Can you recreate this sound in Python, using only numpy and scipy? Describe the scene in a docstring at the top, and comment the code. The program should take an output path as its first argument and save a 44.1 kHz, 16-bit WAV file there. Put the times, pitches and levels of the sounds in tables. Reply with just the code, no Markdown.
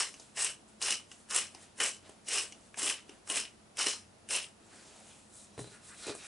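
"""A small kitchen with a steady hum and hiss, heard by a close pair of microphones.
A metal spice mill is twisted by hand over a pan in ten short strokes: grains fracture between the
burrs, and the impulses excite the modes of the mill's body. Between strokes the hand regrips with
soft friction. Then the mill is put away, and a wooden spoon knocks and scrapes through the pan,
driving its modes by impact and by friction."""
import sys
import numpy as np
from scipy import signal
from scipy.io import wavfile

SR = 44100
rng = np.random.default_rng(int(sys.argv[2]) if len(sys.argv) > 2 else 0)


def wav_out(sig):
    """Save sig, one row per channel (or a flat mono array), as 16-bit PCM at SR to the path in sys.argv[1]."""
    wavfile.write(sys.argv[1], SR, np.round(np.clip(np.atleast_2d(sig).T, -1, 1) * 32767).astype(np.int16))


N = 276494

# Levels in the tables are relative: each source applies its own gain.
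# room noise spectrum: (frequency [Hz], density [dB])
ROOM_NOISE = [(15, -42), (25, -12.5), (99, -2.5), (152, -3.5), (212, 0.5), (344, -5), (635, -5),
              (1330, -11.5), (2160, -17.5), (2930, -11), (3410, -19), (5970, -18.5), (8310, -23.5),
              (9930, -17.5), (11000, -20), (14300, -50), (22000, -120)]
# likeness of left and right in that noise: (frequency [Hz], correlation [1])
COHERENCE = [(60, 1), (220, 0.58), (820, 0.0069), (3040, 0.13), (11200, 0.76)]
# wavering appliance hum: (frequency [Hz], bandwidth [Hz], level [dB])
HUM_PARTIALS = [(91.8, 1.8, -74.5), (215, 7.9, -70.5), (264, 19, -90)]

# sliding friction spectrum: (frequency [Hz], density [dB])
FRICTION_SPECTRUM = [(120, -30), (200, 8.5), (470, 1), (625, 12), (1020, -5), (1450, 5.5), (2160, 1.5),
                     (8550, -5.5), (11000, -22), (14300, -41), (22000, -120)]
# the hand slides to a new grip: (peak time [s], treble [dB], weight [dB], fade [dB/s])
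REGRIPS = [(.15, -54.5, -2, 150), (.21, -48.5, -8, 102.5), (.69, -54.5, -15, 150), (1.127, -47, -5.5, 203),
           (1.202, -53.5, -15.5, 296), (1.556, -55, 3.5, 97), (1.63, -48.5, -7, 240), (2.064, -53, 4, 105),
           (2.11, -90, -1, 125.5), (2.524, -54, 2.5, 147.5), (2.644, -55, -8, 144), (3.1, -55, 3.5, 126.5),
           (3.162, -73, -18, 300)]
# hand and sleeve as the mill is put away: (time [s], treble [dB], weight [dB])
PUTTING_AWAY = [(4.6, -66, 3.5), (4.682, -58, -1.5), (4.735, -51, 2), (4.77, -50.5, -0.5), (4.9, -52, 0),
                (5.03, -52, -0.5), (5.108, -48, -5), (5.2, -52.5, -8.5), (5.3, -57.5, -18), (5.33, -75, -8)]

# resonances of the pan: (frequency [Hz], bandwidth [Hz], level [dB])
PAN_MODES = [(119, 20, 4), (151, 24, -3), (235.4, 48, -27), (313, 60, -4), (414, 44, -0.5), (566, 49, -14),
             (686, 53, -35), (1220, 67, -13), (1427, 40, -7), (1888, 71, -33), (2470, 46, -9.5),
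             (2660, 71, -11), (3530, 100, -28.5), (3780, 65, -14.5), (4010, 55, -10.5), (5630, 250, -15),
             (8100, 1260, -5), (8920, 1300, 0)]
# the spoon drags: (time [s], treble [dB], weight [dB], squeak near 1.4 kHz re treble [dB])
SCRAPES = [(5.3, -64, -14, -28), (5.352, -52.5, -22, -10), (5.4, -54, -9, -23), (5.52, -68, 3, -15),
           (5.57, -65, 1, -10), (5.604, -47, -18, -21), (5.65, -57.5, 1, -11), (5.75, -58.5, 1, 2.5),
           (5.8, -68.5, 4, 5), (5.846, -52, -11, -9), (5.89, -51.5, -3.5, -2.5), (5.93, -59.5, 3, 8),
           (5.96, -60.5, 6, -2), (5.99, -52, 1, -9.5), (6.05, -50, 6.5, -2), (6.096, -44, 12.5, -7),
           (6.144, -58, 4, 5), (6.156, -52.5, -16, -4), (6.204, -53, 6.5, -5), (6.27, -51.5, 3.5, -1)]
# spoon on pan, the last three re the peak:
# (time [s], peak [dB], hob thump [dB], hollow ring [dB], click [dB])
SPOON_KNOCKS = [(5.579, -35.5, -7, -13, -26), (5.592, -28.5, -37, -26, -26), (5.612, -48, 8, -17, -10),
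                (5.644, -38, -16, -26, -32), (5.675, -49, 3, -13, -14), (5.719, -53, 2, -7, -6),
                (6.068, -33.5, -23, -12, -10), (6.08, -35, -36, 5, -18), (6.095, -29, -19, -17, -22),
                (6.109, -35, -29, -5, -23), (6.151, -35, -27, -15, -10)]

# The mill's five bands are treble, rasp (5 kHz), body (3 kHz), middle and low.
# spectrum of crushing grains: (frequency [Hz], density [dB])
CRUSH_SPECTRUM = [(120, -48), (200, -19.5), (433, 0.5), (658, -5), (1470, -1), (2390, 8.5), (2880, 28),
                  (3640, -31), (8000, -5), (9950, -16), (11000, -74), (14300, -43), (22000, -120)]
# resonances of the mill's body: (frequency [Hz], bandwidth [Hz], level [dB])
MILL_MODES = [(424, 20, -2.5), (1120, 95, -1.5), (1226, 66, -7), (1556, 28.6, -5), (1838, 30, -8),
              (2520, 44, -20), (2740, 190, 6.5), (2906, 45, 4.5), (3006, 17.4, 0), (2950, 9, -10),
              (3040, 32, -28), (4143, 160, -4), (5224, 220, 0), (5585, 330, -1.5), (6170, 200, -22),
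              (6800, 200, -14), (7580, 66, -2.5), (8106, 330, 5), (9040, 860, 4)]
# strokes of the wrist: (bite time [s], creep before it [s], jump at the bite [dB], hold [s],
# level at the bite [dB], midway offset [dB], level at the end of the hold [dB],
# extra rasp [dB], extra body [dB], extra low [dB])
STROKES = [(0.002, 0.029, -1.5, 0.016, -26.5, 1, -34, -0.5, -4, -2.5),
           (0.377, 0.044, 0.5, 0.086, -35.5, 0, -36.5, -3, -3, -3),
           (0.817, 0.033, 4, 0.097, -38, 2.5, -37.5, 2, 0.5, -0.5),
           (1.306, 0.047, 2, 0.076, -39.5, -2, -31.5, -0.5, -0.5, -2.5),
           (1.801, 0.042, 14, 0.063, -26.5, -3.5, -34.5, -1, -0.5, 0.5),
           (2.286, 0.059, 0.5, 0.11, -41, 4.5, -36, 1, 0.5, 1.5),
           (2.79, .05, 3, .12, -35, 0.5, -37.5, -2.5, 2.5, 0.5),
           (3.3, 0.054, 7.5, 0.074, -31.5, -7, -33.5, -1.5, -0.5, 2.5),
           (3.788, 0.044, 1, 0.11, -33.5, -4, -35.5, 3, -1.5, 1),
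           (4.305, 0.04, 2, 0.063, -36, 0, -35.5, -0.5, 1.5, 0.5)]
# balance at the end of the hold, per band: (level [dB])
HOLD_BALANCE_DB = [-0.5, -1, -4.5, -8, -18]
# offset from that balance at the bite, per band: (level [dB])
BITE_OFFSET_DB = [-0.5, -3.5, -6.5, -1, 0.5]
# big grains split, the last three re the treble:
# (time [s], treble [dB], rasp [dB], body [dB], middle [dB])
FRACTURES = [(0.3714, -31, -14, -14, -23), (0.4265, -20, -6, -8.5, -28), (0.4461, -12, -12, -11, -24),
             (0.816, -23.5, -13, -4, -23), (0.8243, -25, 7, -14, -22), (0.8684, -26, -8, -8, -20),
             (0.9065, -17.5, -5, -4.5, -12), (0.9234, -23, 7, 4.5, -22), (1.2973, -38, -11, -20.5, -4),
             (1.308, -29.5, 5.5, -16, -14), (1.3623, -9, -16, -8.5, -13), (1.7745, -47, -13, -9, -8),
             (1.788, -41, -12, 0, 6), (1.802, -23, 4, 4, -11), (1.815, -20, -19, 0, -34),
             (1.8378, -13, -19, -11, -24.5), (1.892, -21, -4, -9, -25), (2.2859, -20.5, -15, -16, -13),
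             (2.3388, -36, -10, -8, -17.5), (2.3661, -29, -11, -2, -23), (2.3834, -20.5, 4, 0, -18),
             (2.7828, -35, -11, -12, -5), (2.7867, -29, -17, -22, -11), (2.83, -16.5, -9, -7, -7),
             (2.8682, -27, -11, 4, -2), (2.8788, -22, 1, 3, -3), (2.8981, -19, -1, 4.5, -12),
             (3.2994, -18.5, -25, -2.5, -10), (3.347, -32.5, -12, -11, -17),
             (3.3692, -15, -13.5, -24, -7.5), (3.4, -20.5, -1, -4, -31), (3.7706, -26, -17, -6, -15),
             (3.7907, -18, -11, -23, -19), (3.8114, -19, 0, -4, -22), (3.8314, -28, 5, -12.5, -15.5),
             (3.8648, -21.5, -12, -10.5, 0), (3.8688, -21, 6, 0, 2.5), (3.8818, -38, -7, -9, -21),
             (4.289, -28, -15, -4, -18), (4.3075, -21, 2, 1.5, -17), (4.362, -16, -13, -12, -14.5)]
# the mill's head ticks in its play as the hand takes hold, the last four re the treble:
# (time [s], treble [dB], rasp [dB], body [dB], middle [dB], low [dB])
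HEAD_TICKS = [(0.1411, -49.5, 15.5, 13, 9, -24), (0.1984, -46.5, 12, -22, -21, 1),
              (1.1156, -47.5, 12.5, 10.5, 11, 2), (1.5485, -41.5, 9, 2, -26, 3),
              (2.094, -38.5, -19.5, -9.5, -8, 1), (2.5236, -50, 17, 15.5, -19, -18),
              (2.7429, -51.5, 9, -4, 20, -27), (2.7736, -35, 4.5, -8, 3, 4), (3.0931, -46, 7, 9.5, 0, 6.5),
              (3.2737, -46, 7, -7, 10, -12.5), (4.4425, -50.5, -6.5, 19, -2.5, -15)]


def from_db(db):
    """Amplitude grows tenfold for every 20 dB."""
    return np.exp(np.asarray(db) * (np.log(10) / 20))


def unit_rms(x):
    """Normalisation to a mean power of one."""
    return x / np.sqrt(np.mean(x ** 2) + 1e-20)


def at_hz(curve, hz):
    """Interpolation on a logarithmic frequency axis."""
    frequencies, values = np.transpose(curve)
    return np.interp(np.log(hz), np.log(frequencies), values)


def envelopes(rows):
    """Linear interpolation of each column in time; the level is silent outside the table."""
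    times, level_db, *others = np.transpose(rows)
    t = np.arange(N) / SR
    return np.interp(t, times, level_db, left=-200, right=-200), *[np.interp(t, times, c) for c in others]


def band_gains(treble_db, weight_db, balance_db, shares):
    """Spectral tilt: each band, from the top down, is lifted by its share of the weight."""
    return from_db(treble_db) * from_db(np.c_[balance_db] + np.c_[shares] * weight_db)


def drift(rate_hz):
    """Low-passed noise: a slow random fluctuation of rms one."""
    step = 40
    pole = np.exp(-2 * np.pi * rate_hz * step / SR)
    slow = signal.lfilter([1], [1, -2 * pole, pole ** 2], rng.standard_normal(N // step + 2002))[2000:]
    return np.interp(np.arange(N) / step, np.arange(len(slow)), unit_rms(slow))


def decay(impulses, decay_s):
    """Exponential relaxation after each impulse."""
    return signal.lfilter([1], [1, -np.exp(-1 / (decay_s * SR))], impulses + 1e-18)


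def resonate(x, hz, width_hz):
    """A damped oscillator, scaled to conserve the power of white noise."""
    r = np.exp(-np.pi * width_hz / SR)
    feedback = [1, -2 * r * np.cos(2 * np.pi * hz / SR), r * r]
    return signal.lfilter(np.sqrt((1 - r * r) / 2) * np.array([1, 0, -1]), feedback, x + 1e-18)


def shot_noise(per_s, spread_db):
    """A Poisson train of clicks of uneven size, rms one."""
    sizes = from_db(spread_db * np.minimum(rng.exponential(1, N), 5)) * rng.choice([-1, 1], N)
    return unit_rms(sizes * (rng.random(N) < per_s / SR))


def rough_contact(gains, edges_hz, spectrum, per_s, spread_db, q, flicker_db, clumping,
                  modes=(), modes_db=0, grip_db=0, blows=None):
    """Impulse excitation: in each band, clicks drive four broad resonances and any modes lying there."""
    slips = (rng.random(N) < 110 / SR) * rng.random(N)  # grains give way suddenly, in clumps
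    clumps = unit_rms(1 + clumping * decay(slips, decay_s=0.0028))
    out = np.zeros(N)
    for band, (gain, high, low) in enumerate(zip(gains, edges_hz, edges_hz[1:])):
        pitches = np.geomspace(low, high, 9)[1::2]
        heights = unit_rms(from_db(at_hz(spectrum, pitches)) * np.sqrt(pitches))
        clicks = gain * clumps * shot_noise(per_s, spread_db)
        pitch_of_click = rng.integers(0, 4, N)
        blow = 0 if blows is None else blows[band]  # a blow sets everything ringing at once
        for k, hz in enumerate(pitches):
            flicker = from_db(flicker_db * drift(15))
            force = heights[k] * (clicks * (pitch_of_click == k) * flicker + blow)
            out += resonate(resonate(force, hz, hz / q), hz, 2 * hz / q)
        for hz, width_hz, level_db in modes:
            if low <= hz < high:
                grip = from_db(grip_db * drift(6.6))  # the shifting grip varies each mode's strength
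                out += from_db(level_db + modes_db) * resonate((clicks + blow) * grip, hz, width_hz)
    return out


def hiss_and_hum():
    """Partly coherent stereo noise in half octaves; narrow resonances turn noise into a wavering hum."""
    hiss, edges_hz = 0, 31 * 2 ** np.arange(0, 8.6, 0.5)
    white = rng.standard_normal((2, 2, N))  # neighbouring bands get independent noise
    for k, (low, high) in enumerate(zip(edges_hz, edges_hz[1:])):
        bandpass = signal.butter(2, [low, high], "band", fs=SR, output="sos")
        mid, side = signal.sosfilt(bandpass, white[k % 2])
        hz = np.sqrt(low * high)
        coherence = at_hz(COHERENCE, hz)
        gain = from_db(at_hz(ROOM_NOISE, hz) + 0.25 * drift(20))
        hiss += gain * (np.sqrt(1 + coherence) * mid + np.sqrt(1 - coherence) * side * [[1], [-1]])
    hum = sum(from_db(db) * resonate(white[0, 0], hz, width_hz) for hz, width_hz, db in HUM_PARTIALS)
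    return from_db(-60) * unit_rms(hiss) + hum


def reverberation(x, t60_s=0.17, wall_cutoff_hz=14200):
    """Repeated reflection with absorption: each round of an echo is weaker and duller."""
    echoes = np.zeros((3, N))  # left, right and shared: six feedback delays each
    pole = np.exp(-2 * np.pi * wall_cutoff_hz / SR)
    lags = (rng.uniform(0.0055, 0.03, 18) * SR).astype(int)
    for k, lag in enumerate(lags):
        loop, state = x.copy(), [0.]
        gain = from_db(-60 * lag / SR / t60_s)
        for i in range(lag, N, lag):
            reflected, state = signal.lfilter([gain * (1 - pole)], [1, -pole], loop[i - lag:i], zi=state)
            loop[i:i + lag] += reflected[:N - i]
        echoes[k % 3] += (loop - x) * (-1) ** (k // 3)
    return echoes[:2] + from_db(-1.5) * echoes[2]


def hand_friction(rise_db_per_s=346.5):
    """Sliding friction: dense, even contacts merge into a soft noise that swells at each regrip."""
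    tilt = dict(balance_db=[-2.5, -5, -11.5, -14.5], shares=[0.001, 0.6, 1.1, 1.2])
    gains = band_gains(*envelopes(PUTTING_AWAY), **tilt)
    t = np.arange(N) / SR
    for peak_s, treble_db, weight_db, fade_db_per_s in REGRIPS:
        span = (t > peak_s - 0.2) & (t < peak_s + 0.5)
        drop_db = np.where(t[span] < peak_s, rise_db_per_s, fade_db_per_s) * np.abs(t[span] - peak_s)
        gains[:, span] += band_gains(treble_db - drop_db, weight_db, **tilt)
    return rough_contact(from_db(-13) * gains, [10280, 7000, 2430, 820, 219], FRICTION_SPECTRUM,
                         per_s=15000, spread_db=2.5, q=2.76, flicker_db=2.5, clumping=0.15)


def spoon_scrapes():
    """Forced vibration: wood dragged over the gritty pan floor drives the pan's modes."""
    treble_db, weight_db, squeak_db = envelopes(SCRAPES)
    gains = band_gains(treble_db, weight_db, [-0.5, 0.5, -6, -2, -17], shares=[0, 0.39, 0.68, 0.042, 1])
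    gains[3] *= from_db(squeak_db)
    return rough_contact(from_db(-14) * gains, [10800, 6860, 3500, 1880, 870, 301], FRICTION_SPECTRUM,
                         per_s=9500, spread_db=0.5, q=2.4, flicker_db=3, clumping=0.34,
                         modes=PAN_MODES, modes_db=6, grip_db=5.5)


def spoon_knocks():
    """Impact and free decay: a blow and a brief chatter ring the pan; the hob under it thumps."""
    blows = np.zeros((4, N))
    for time_s, peak_db, thump_db, hollow_db, click_db in SPOON_KNOCKS:
        blows[:, round(time_s * SR)] = from_db(peak_db + np.array([thump_db, 0, hollow_db, click_db]))
    chatter = decay(blows, decay_s=0.006) * shot_noise(per_s=5000, spread_db=2.5)
    force = from_db(21) * blows + from_db(1) * chatter
    out = from_db(-10.5) * resonate(resonate(force[3], 7600, 2500), 7600, 2500)  # contact click
    for hz, width_hz, level_db in PAN_MODES:
        band = np.searchsorted([200, 500, 900], hz)
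        out += from_db(level_db - 8) * resonate(force[band], hz, width_hz)
    return out


def twist_gains(creep_db=-42.5, jump_s=0.0017, release_db_per_s=232):
    """Amplitude modulation in five bands: the burrs creep, bite and hold, then the wrist runs out."""
    gains, t = np.zeros((5, N)), np.arange(N) / SR
    for bite_s, creep_s, jump_db, hold_s, bite_db, midway_db, end_db, rasp_db, body_db, low_db in STROKES:
        end_s = bite_s + hold_s
        span = (t > bite_s - creep_s) & (t < bite_s + 0.5)
        corners = [(bite_s - creep_s, bite_db + creep_db), (bite_s - jump_s, bite_db - jump_db),
                   (bite_s, bite_db), (bite_s + hold_s / 2, (bite_db + end_db) / 2 + midway_db),
                   (end_s, end_db), (end_s + 1, end_db - release_db_per_s)]
        level_db = np.interp(t[span], *np.transpose(corners))
        offset_db = np.outer(BITE_OFFSET_DB, np.interp(t[span], [bite_s, end_s], [1, 0]))
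        balance_db = np.add(HOLD_BALANCE_DB, [0, rasp_db, body_db, 0, low_db])
        gains[:, span] += from_db(level_db + offset_db + np.c_[balance_db])
    return gains


def spice_mill():
    """Brittle fracture rings the body: a dense crunch, plus a blow and a burst at each split or tick."""
    # the low thud of a split lies about 9.5 dB under its middle band
    splits = [(*row, row[-1] + rng.normal(-9.5, 1.5)) for row in FRACTURES]
    impulses = np.zeros((5, N))
    for time_s, treble_db, *lower_db in splits + HEAD_TICKS:
        impulses[:, round(time_s * SR)] = from_db(treble_db + np.array([0, *lower_db]))
    bursts = decay(impulses, decay_s=0.0048) * shot_noise(per_s=20000, spread_db=4)
    blows = from_db(-13.5) * impulses + from_db(-27.5) * bursts
    gains = from_db(-12.5) * twist_gains()
    return rough_contact(gains, [12400, 6036, 4050, 2117, 836, 278.7], CRUSH_SPECTRUM,
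                         per_s=7000, spread_db=2.5, q=2.38, flicker_db=4, clumping=1,
                         modes=MILL_MODES, modes_db=-1, grip_db=3.5, blows=blows)


def scene():
    """Superposition of direct sound, reverberation and background; the mill is a little to the left."""
    direct = spice_mill() * from_db([[0.4], [-0.4]]) + hand_friction() + spoon_scrapes() + spoon_knocks()
    return direct + from_db(-13.5) * reverberation(direct.mean(axis=0)) + hiss_and_hum()


def record(dry):
    """Band limiting: two steep low-pass filters remove the treble above about 11 kHz."""
    elliptic = signal.ellip(10, 0.5, 32, 11050, fs=SR, output="sos")
    chebyshev = signal.cheby2(12, 50, 12300, fs=SR, output="sos")
    return signal.sosfilt(chebyshev, signal.sosfilt(elliptic, dry))


dry = scene()
out = record(dry)
wav_out(out)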